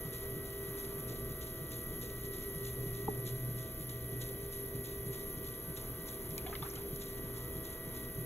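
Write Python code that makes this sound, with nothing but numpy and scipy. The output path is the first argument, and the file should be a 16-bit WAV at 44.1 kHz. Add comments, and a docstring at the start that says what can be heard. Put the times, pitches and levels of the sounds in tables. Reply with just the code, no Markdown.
"""The hum, whine and sizzle of an electric potter's wheel fill a studio: the motor sounds multiples
of its shaft speed and its brushes scrape. Once a turn the wheel head thumps softly and wet clay
swishes under the hands; the wheel knocks once under load. Late on, the hands stir up bubbles in a
water bucket and return to the clay. A phone with two ports listens."""
import sys
import numpy as np
from scipy import signal
from scipy.fft import rfft, irfft, next_fast_len
from scipy.io import wavfile
from scipy.ndimage import map_coordinates

SR = 44100
rng = np.random.default_rng(int(sys.argv[2]) if len(sys.argv) > 2 else 0)


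def generate_wav(signal):
    """Clip the signal to [-1, 1] and save it as 16-bit WAV at the path in sys.argv[1]."""
    frames = np.transpose(np.atleast_2d(signal))
    scaled = np.clip(frames, -1, 1) * 32767
    pcm = np.round(scaled).astype(np.int16)
    wavfile.write(sys.argv[1], SR, pcm)


N = 364089
T = np.arange(N) / SR
WHEEL_TURN_S, HOUSING_HZ = .3128, 126


# hand load on the motor: t/s, gain/dB
LOAD_DB = [(0, 2.5), (.9, -2), (1.6, 0), (2.4, -0.5), (2.8, 7.5), (3.05, 9), (3.45, 8), (3.7, -0.5),
           (4.1, 1.5), (4.6, -3), (5.6, -1), (6.8, -5), (7.3, -2), (8.26, -3.5)]
# brief surges of the hum: t/s, gain/dB
HUM_SURGES = [(.22, 2.5), (1.12, 9.5), (3.5, 5), (3.95, 8), (4.12, 4.5), (4.25, 4), (4.6, 6), (4.76, 5),
              (5.09, 7), (5.5, 4), (6.32, 9), (7.33, 7), (8.2, 9)]
# hum's octave: t/s, level/dB
HUM_OCTAVE_DB = [(0, -64), (4.1, -62.5), (4.6, -58), (5.0, -59), (5.4, -64.5), (8.26, -62)]

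def motor_hum(shaft):
    """Third shaft order and housing boom grow with load; off-centre clay drags on them once a turn."""
    surge_db = sum(db * np.exp(-((T - s) / .065) ** 2) for s, db in HUM_SURGES)
    drag_db = np.cos(2 * np.pi * (T - .09) / WHEEL_TURN_S)
    boom = amp(-56) * resonance(HOUSING_HZ, width_hz=6.8)
    third = tone(3 * shaft, -52.5 + surge_db)
    mains = tone(120 * T, -66.5)  # twice the mains frequency
    octave = tone(6 * shaft, curve(HUM_OCTAVE_DB) + 2.6 * wobble(8))
    return amp(curve(LOAD_DB) + drag_db) * (third + boom) + mains + octave


def frame_drone():
    """The frame drones near the tenth shaft order, swelling slowly and growing with load."""
    drone_hz, swell_period_s = 398.2, 2.03
    swell = np.abs(1 + amp(-3) * np.exp(2j * np.pi * (T - .71) / swell_period_s))
    return swell * tone(drone_hz * T + .04 * wobble(11), -52.5 + .15 * curve(LOAD_DB))


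# whine partials: shaft order, level/dB
WHINE_ORDERS = [(10, -61), (11, -63), (12, -65.5), (16, -61.5), (23, -75.5), (25, -73.5), (28, -77.5),
                (29, -63.5), (35, -76), (38, -71), (54, -81), (61, -78.5), (64, -79.5), (71, -77),
                (77, -75), (80, -75)]
# armature slot tones: t/s, level/dB
SLOT_48_DB = [(0, -58), (.75, -57), (1.02, -63), (1.15, -59.5), (1.37, -60.5), (1.55, -59), (3.05, -56.5),
              (3.5, -60), (3.75, -63), (4.08, -58.5), (4.3, -58.5), (4.48, -63), (4.65, -59.5), (5.55, -60),
              (5.87, -66), (6.02, -59.5), (6.15, -62), (6.6, -67), (6.92, -67), (7.1, -60.5), (7.6, -57.5),
              (8.26, -59)]
SLOT_32_DB = [(0, -66), (3.0, -68.5), (3.7, -77), (7, -92), (7.4, -64), (8.26, -84)]

def motor_whine(shaft):
    """Shaft orders and the armature's slot tones follow the speed and flutter in level."""
    whine = sum(tone(order * shaft, db + 1.44 * wobble(2.057) + 1.3 * wobble(15))
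                for order, db in WHINE_ORDERS)
    slots = tone(48 * shaft, curve(SLOT_48_DB)) + tone(32 * shaft, curve(SLOT_32_DB))
    return whine + amp(1.3 * wobble(20)) * slots


# scrape spectra of the two brushes: f/Hz, gain/dB
LOW_SCRAPE_DB = [(8500, -120), (10000, -93), (10600, -88), (10920, -86.5), (11200, -74.5), (11600, -83.5),
                 (11750, -84.5), (12350, -78), (13450, -116)]
HIGH_SCRAPE_DB = [(13500, -120), (14500, -102), (15050, -94), (15230, -88), (15420, -83), (15540, -101),
                  (16000, -110)]
# holder resonances: f/Hz, width/Hz, level/dB
LOW_MODES = [(5680, 32, -79), (6320, 16, -76), (6820, 26, -74), (8140, 38, -77), (11600, 22, -64),
             (11910, 21, -67.5), (12170, 14, -68)]
HIGH_MODES = [(14790, 45, -76), (15670, 32, -73)]
# squeal tones: shaft order, level/dB
LOW_SQUEALS = [(277, -61.5), (280, -57), (283, -58.5), (287, -58)]
HIGH_SQUEALS = [(377, -67)]
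# catches on the commutator: position/turns, width/turns, gain/dB
LOW_CATCHES = [(0.66, 0.18, 6), (0.38, 0.096, 6), (0.049, 0.14, 5.5)]
HIGH_CATCHES = [(.035, .05, 7.5), (.225, .05, 6), (.125, .06, 3), (.37, .07, 4.5)]

def brush(shaft, spectrum, modes, squeals, catches, fresh_share):
    """A brush scrapes, rings its holder and squeals, catching at the same spots every shaft turn."""
    turn, shaft_hz = shaft % 1, 40.41
    track = signal.resample(white(round(SR / shaft_hz)), SR // 4)
    repeated = np.interp(turn, np.linspace(0, 1, len(track)), track)
    friction = np.sqrt(1 - fresh_share) * repeated + np.sqrt(fresh_share) * white()
    scrape = amp(-3.5) * colour(friction, spectrum)
    scrape += sum(amp(db) * resonance(hz, width_hz) for hz, width_hz, db in modes)
    jitter_cycles = .22 * wobble(45)
    for order, db in squeals:
        cycles = order * (shaft - catches[0][0]) + jitter_cycles + .031 * wobble(25)
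        scrape += np.sqrt(2) * amp(db + wobble(11)) * np.cos(2 * np.pi * cycles)
    grip_db = sum(db * np.exp(-.5 * (((turn - at + .5) % 1 - .5) / width) ** 2)
                  for at, width, db in catches)
    return unit(scrape * amp(grip_db + .9 * wobble(10))) * np.std(scrape)


# harder thumps: t/s, level/dB
HARD_THUMPS = [(0.049, -28), (.362, -28), (1.302, -29), (1.615, -27.5), (2.555, -28), (3.489, -27.5),
               (3.8, -29.5), (4.744, -27.5), (5.065, -27), (5.681, -28), (6.305, -27), (7.556, -27.5),
               (8.181, -26.5)]

def wheel_thumps():
    """The wheel head thumps softly once a turn and sets the housing ringing."""
    out = np.zeros(N)
    for s, db in each_turn(HARD_THUMPS, at_s=.05, scatter_s=.00294, usual_db=-30, scatter_db=.64):
        add(out, s, ring(150 + 5 * rng.normal(), db, t60_s=.09, attack_s=.009))
        add(out, s, ring(HOUSING_HZ, db - 6, t60_s=.2, attack_s=.03))
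    return out


# modes of the knock: t/s, f/Hz, level/dB, t60/s
KNOCK_MODES = [(3.080, 1200, -31, .016), (3.0804, 860, -25.5, 0.032), (3.0825, 780, -28.5, 0.036),
               (3.084, 415, -24, 0.06), (3.0851, 290, -24.5, 0.019), (3.084, 180, -26.5, 0.034)]

def wheel_knock():
    """The loaded wheel gives one dull knock."""
    out = np.zeros(N)
    for s, hz, db, t60_s in KNOCK_MODES:
        add(out, s, ring(hz, db, t60_s, attack_s=.0011))
    return signal.sosfilt(signal.butter(4, 1400, fs=SR, output='sos'), out)


# running wheel and room: f/Hz, density/(dB per Hz)
RUMBLE_DB = [(12, -87), (25, -66), (42, -71), (64, -67), (95, -74.5), (165, -74), (210, -75.5), (275, -77),
             (300, -73.5), (345, -74.5), (370, -70), (420, -80.5), (495, -77.5), (545, -85.5), (690, -87.5),
             (900, -100), (3000, -125)]

def bearing_rumble():
    """The bearing rumbles, slightly more as the hands bear down."""
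    return colour(white(), RUMBLE_DB) * amp(.041 * curve(LOAD_DB) + wobble(7))


# passes where the clay grabs: t/s, relative level/dB
CLAY_GRABS = [(0.138, -62.5), (.785, -63), (1.09, -64.5), (1.425, -66), (1.72, -61.5), (2.03, -64.5),
              (2.34, -62.5), (2.648, -62), (3.268, -63), (3.585, -65.5), (3.9, -66), (4.22, -61),
              (4.535, -66), (4.858, -63.5), (5.14, -61.5), (5.452, -66), (5.778, -64), (6.08, -63.5),
              (7.02, -64.5), (7.36, -66), (7.655, -63), (7.96, -64.5)]
# small wet patches: t/s within the turn, half length/s, level/dB
WET_PATCHES = [(0.063, 0.016, -68), (0.227, 0.0098, -69)]
# spectrum of shearing slip: f/Hz, gain/dB
SLIP_DB = [(500, -42), (1000, -10), (2000, -0.5), (2700, 2), (3600, 10.5), (5000, 3.5), (6900, 8.5),
           (7750, 4), (8300, 2.5), (16000, -13)]
# thin hiss between passes: t/s, level/dB
FILM_DB = [(0, -66.5), (1.7, -67.5), (2.2, -65), (3.5, -68), (4.0, -70.5), (5.3, -73), (6.3, -67.5),
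           (6.9, -69), (7.1, -65), (7.45, -69), (8.26, -75)]

def clay():
    """Slip shears under the palms: once a turn the wet side squelches and trails off in gritty hiss."""
    hands_off_s, hands_on_s, rise_s, fall_s = 6.2, 6.95, .015, .045
    passes, squelch = np.zeros(N), np.zeros(N)
    for s, db in each_turn(CLAY_GRABS, at_s=.14, scatter_s=.005, usual_db=-66, scatter_db=1):
        if hands_off_s < s < hands_on_s:
            continue
        envelope = np.where(T < s, np.exp(-((T - s) / rise_s) ** 2), np.exp(-np.abs(T - s) / fall_s))
        passes += amp(db + 9) * envelope
        for when, pitch, loud in rng.random((14, 3)):  # tiny air pockets burst
            hz = 3300 * 2.3 ** pitch
            add(squelch, s + .08 * when ** 2, ring(hz, db + 10 * loud, t60_s=55 / hz))
    patches = sum(amp(db) * np.exp(-((T % WHEEL_TURN_S - s) / half_s) ** 2)
                  for s, half_s, db in WET_PATCHES)
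    patches *= amp(2.7 * wobble(4.4))
    hiss = unit(colour(white(), SLIP_DB))
    hiss += .26 * unit(colour(crackle(rate_hz=560, spread_db=3), SLIP_DB))
    stick_slip = unit(amp(3 * wobble(200) + 1.7 * wobble(22)))
    return squelch + (passes + patches + amp(curve(FILM_DB))) * stick_slip * unit(hiss)


# large air pockets: t/s, f/Hz, level/dB
LARGE_BUBBLES = [(6.382, 2330, -38.5), (6.463, 726, -39.5), (6.4636, 2190, -40), (6.47, 3280, -36.5),
                 (6.486, 3100, -46), (6.497, 660, -41), (6.528, 1200, -36.5), (6.554, 1900, -43),
                 (6.624, 894, -40.5), (6.624, 3400, -34.5), (6.627, 1170, -35), (6.658, 1080, -43),
                 (6.759, 3000, -40.5), (6.769, 1390, -47)]
# strength of stirring: t/s, gain/dB
STIR_DB = [(6.25, -76), (6.39, -62), (6.458, -63), (6.468, -53), (6.55, -55.5), (6.6, -58), (6.63, -53.5),
           (6.68, -54), (6.72, -57), (6.78, -55), (6.9, -72)]

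def water():
    """Hands stir the bucket: large bubbles ring and split over a swarm of small ones and fine spray."""
    pops, swarm = np.zeros(N), np.zeros(N)
    for s, hz, db in LARGE_BUBBLES:
        add(pops, s, ring(hz, db, t60_s=60 / hz, glide=.11, attack_s=.00052))
        for when, pitch in rng.random((4, 2)):
            split_hz = hz * (.85 + .6 * pitch)
            add(pops, s + .035 * when, ring(split_hz, db - 9.5, t60_s=30 / split_hz, glide=.11))
    start_s, end_s = STIR_DB[0][0], STIR_DB[-1][0]
    for when, pitch, loud in rng.random((260, 3)):
        hz = 650 * 6 ** pitch  # smaller bubbles: higher, fainter, shorter
        bubble = ring(hz, 9 * loud - 5 * pitch - 6, t60_s=40 / hz, glide=.15)
        add(swarm, start_s + when * (end_s - start_s), bubble)
    drops = white() + 90 * crackle(rate_hz=760, spread_db=1)
    spray = unit(colour(drops, [(300, -29), (800, 3.5), (3600, -3), (6500, -3), (12000, -15)]))
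    return pops + amp(curve(STIR_DB)) * (1.15 * swarm + .6 * spray)


# finger smacks: t/s, level/dB, f/Hz, width/octaves, t60/s
WET_SMACKS = [(.297, -44, 9900, .06, .035), (1.728, -55, 3880, .1, 0.06), (5.779, -50, 1090, 0.37, .05),
              (6.305, -52, 7070, .4, .03), (6.3796, -31, 12000, 1.9, 0.022), (6.464, -40, 1900, .6, 0.026),
              (6.528, -46.5, 1700, 0.55, 0.08), (6.5528, -39, 2500, 0.55, 0.036),
              (6.623, -47, 1900, 0.74, 0.048), (6.648, -53, 1400, 0.7, 0.09), (6.70, -50, 5860, .2, .06),
              (6.755, -49, 5800, 0.55, 0.046), (6.96, -39, 8500, 0.8, 0.02)]

def smacks():
    """Wet skin parts from clay or water: a short burst of noise round one pitch."""
    out, t = np.zeros(N), T[:SR // 8]
    hz = np.fft.rfftfreq(len(t), 1 / SR) + 1
    lead = SR // 100  # room for the burst to swell
    for s, db, centre_hz, octaves, t60_s in WET_SMACKS:
        band = unit(np.exp(-.5 * (np.log2(hz / centre_hz) / octaves) ** 2))
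        burst = np.roll(amp(db - 60 * t / t60_s) * rng.standard_normal(len(t)), lead)
        add(out, s - lead / SR, irfft(rfft(burst) * band, len(t)))
    return out


# midrange rushing: t/s, level/dB
RUSH_DB = [(0, -66), (.6, -66), (.9, -61.5), (1.3, -72), (2.3, -82), (4.5, -75), (5.0, -68), (5.6, -72),
           (5.8, -61), (6.2, -63.5), (7.0, -68), (7.35, -62), (7.8, -62), (8.26, -66)]
# steady hiss: f/Hz, density/(dB per Hz)
AIR_DB = [(300, -110), (800, -104.5), (1050, -94.5), (1200, -93), (1450, -99), (2100, -96.5),
          (2500, -101.5), (2720, -107), (2950, -97.5), (4600, -100), (5700, -102.5), (7700, -108),
          (9000, -101), (12000, -88.5), (16000, -110)]

def background():
    """A soft rushing comes and goes over a faint, steady hiss."""
    spectrum = [(450, -8), (780, .5), (950, 8.5), (1300, 3.5), (2500, -8), (5000, -36)]
    rushing = unit(colour(white(), spectrum)) * amp(curve(RUSH_DB) + 1.8 * wobble(21))
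    return rushing + colour(white(), AIR_DB)


# diffuse sound in the room: f/Hz, share
DIFFUSE_SHARE = [(40, 0.00029), (130, 0.0015), (280, 0.05), (700, 0.12), (1200, 0.5), (2200, 0.11),
                 (3500, 0.3), (4500, 0.00024), (6000, 0.00073), (9000, 0.00016), (15000, 0.0081)]

def studio(tones, noises, t60_s):
    """Reflections scramble the phase of noises, only turn that of tones, and reach the sides opposed."""
    t, size = T[:SR // 2], next_fast_len(N + SR // 2)
    tail = rng.standard_normal(len(t)) * amp(-60 * t / t60_s) * (t > .004)
    tail_phase = np.exp(1j * np.angle(rfft(tail, size)))
    scattered = irfft(rfft(noises, size) * tail_phase, size)[:N]
    turned = .79 * filtered(tones, lambda hz: 1j)
    side_share = lambda hz: along(DIFFUSE_SHARE, hz) / 2
    direct = filtered(tones + noises, lambda hz: np.sqrt(1 - side_share(hz)))
    room = filtered(scattered + turned, lambda hz: np.sqrt(side_share(hz)))
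    return np.array([direct + room, direct - room])


def amp(db):
    return 10 ** (np.asarray(db) / 20)


def unit(x):
    return x / np.sqrt(np.mean(x ** 2) + 1e-20)


def along(points, hz):
    """(f/Hz, value) points read on a log axis."""
    f, values = np.transpose(points)
    return np.interp(np.log(hz + 1), np.log(f + 1), values)


def curve(points):
    """(t/s, value) points read at every sample."""
    return np.interp(T, *np.transpose(points))


def wobble(rate_hz):
    """A smooth random curve with rate_hz knots a second."""
    return map_coordinates(rng.standard_normal(int(N * rate_hz / SR) + 4), [T * rate_hz])


def filtered(x, response):
    """x through a complex frequency response."""
    size = next_fast_len(N + SR // 2)
    return irfft(rfft(x, size) * response(np.fft.rfftfreq(size, 1 / SR)), size)[..., :N]


def colour(x, spectrum):
    """x shaped by (f/Hz, gain/dB) points."""
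    return filtered(x, lambda hz: amp(along(spectrum, hz)))


def white(size=N):
    """Noise of 0 dB per Hz."""
    return rng.standard_normal(size) * np.sqrt(SR / 2)


def resonance(centre_hz, width_hz):
    """Narrow-band noise, rms 1."""
    return unit(filtered(white(), lambda hz: np.exp(-.5 * ((hz - centre_hz) / width_hz) ** 2)))


def crackle(rate_hz, spread_db):
    """Uneven clicks at random moments, rms 1."""
    clicks = (rng.random(N) < rate_hz / SR) * rng.standard_normal(N)
    return unit(clicks * amp(spread_db * np.minimum(rng.exponential(size=N), 3)))


def tone(cycles, rms_db):
    return np.sqrt(2) * amp(rms_db) * np.sin(2 * np.pi * (cycles + rng.random()))


def ring(hz, db, t60_s, glide=0, attack_s=.00038):
    """A damped mode whose pitch may glide upward."""
    t = T[:SR // 3]
    cycles = hz * (t + glide * t * t / t60_s)
    return amp(db - 60 * t / t60_s) * (1 - np.exp(-t / attack_s)) * np.sin(2 * np.pi * cycles)


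def add(track, s, sound):
    part = track[round(s * SR):][:len(sound)]
    part += sound[:len(part)]


def each_turn(marked, at_s, scatter_s, usual_db, scatter_db):
    """(t/s, level/dB) once a wheel turn; marked turns keep their own values."""
    turns = np.arange(at_s, T[-1], WHEEL_TURN_S)
    rows = list(marked)
    for s, (late, loud) in zip(turns, rng.standard_normal((len(turns), 2))):
        if all(abs(s - marked_s) > WHEEL_TURN_S / 2 for marked_s, _ in marked):
            rows.append((s + scatter_s * late, usual_db + scatter_db * loud))
    return rows


# shaft speed, drifting slightly: t/s, f/Hz
SHAFT_SPEED_HZ = [(0, 40.41), (1.3, 40.42), (2.9, 40.36), (3.45, 40.51), (3.9, 40.43), (5.4, 40.425),
                  (5.9, 40.52), (6.4, 40.43), (8.26, 40.405)]

def scene():
    """One shaft drives hum, whine and brushes; wheel, clay and water join them in the studio."""
    shaft = np.cumsum(curve(SHAFT_SPEED_HZ)) / SR - .02 + .00088 * wobble(15)  # turns
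    brushes = brush(shaft, LOW_SCRAPE_DB, LOW_MODES, LOW_SQUEALS, LOW_CATCHES, fresh_share=.91)
    brushes += brush(shaft, HIGH_SCRAPE_DB, HIGH_MODES, HIGH_SQUEALS, HIGH_CATCHES, fresh_share=.98)
    tones = motor_whine(shaft) + motor_hum(shaft) + frame_drone()
    wheel = wheel_thumps() + wheel_knock() + bearing_rumble()
    noises = brushes + wheel + clay() + water() + smacks() + background()
    return studio(tones, noises, t60_s=.11)


# left port over right: f/Hz, gain/dB
PORT_BALANCE_DB = [(80, 0), (380, -.8), (2000, -.6), (3500, 0)]
# left port's lead: f/Hz, phase/rad
PORT_LEAD_RAD = [(20, 0), (1400, .1), (2800, .9), (4000, 1.6), (4550, 3), (5100, 3.3), (5500, 4.5),
                 (7000, 6.28), (8050, 7.6), (8700, 9.3), (9400, 9.55), (10000, 11), (11100, 12.5),
                 (11650, 12.9), (12200, 14.1), (13000, 15.6), (13650, 15.8), (14100, 18.4), (15300, 18.85)]

def record(dry):
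    """Two band-limited ports hear the treble out of step and the midrange slightly to the right."""
    sides, top_hz = np.array([[.5], [-.5]]), 15780
    gain = lambda hz: amp(sides * along(PORT_BALANCE_DB, hz)) * (hz < top_hz)
    phase = lambda hz: np.exp(1j * sides * along(PORT_LEAD_RAD, hz))
    return filtered(dry, lambda hz: gain(hz) * phase(hz))


dry = scene()
out = record(dry)
generate_wav(out)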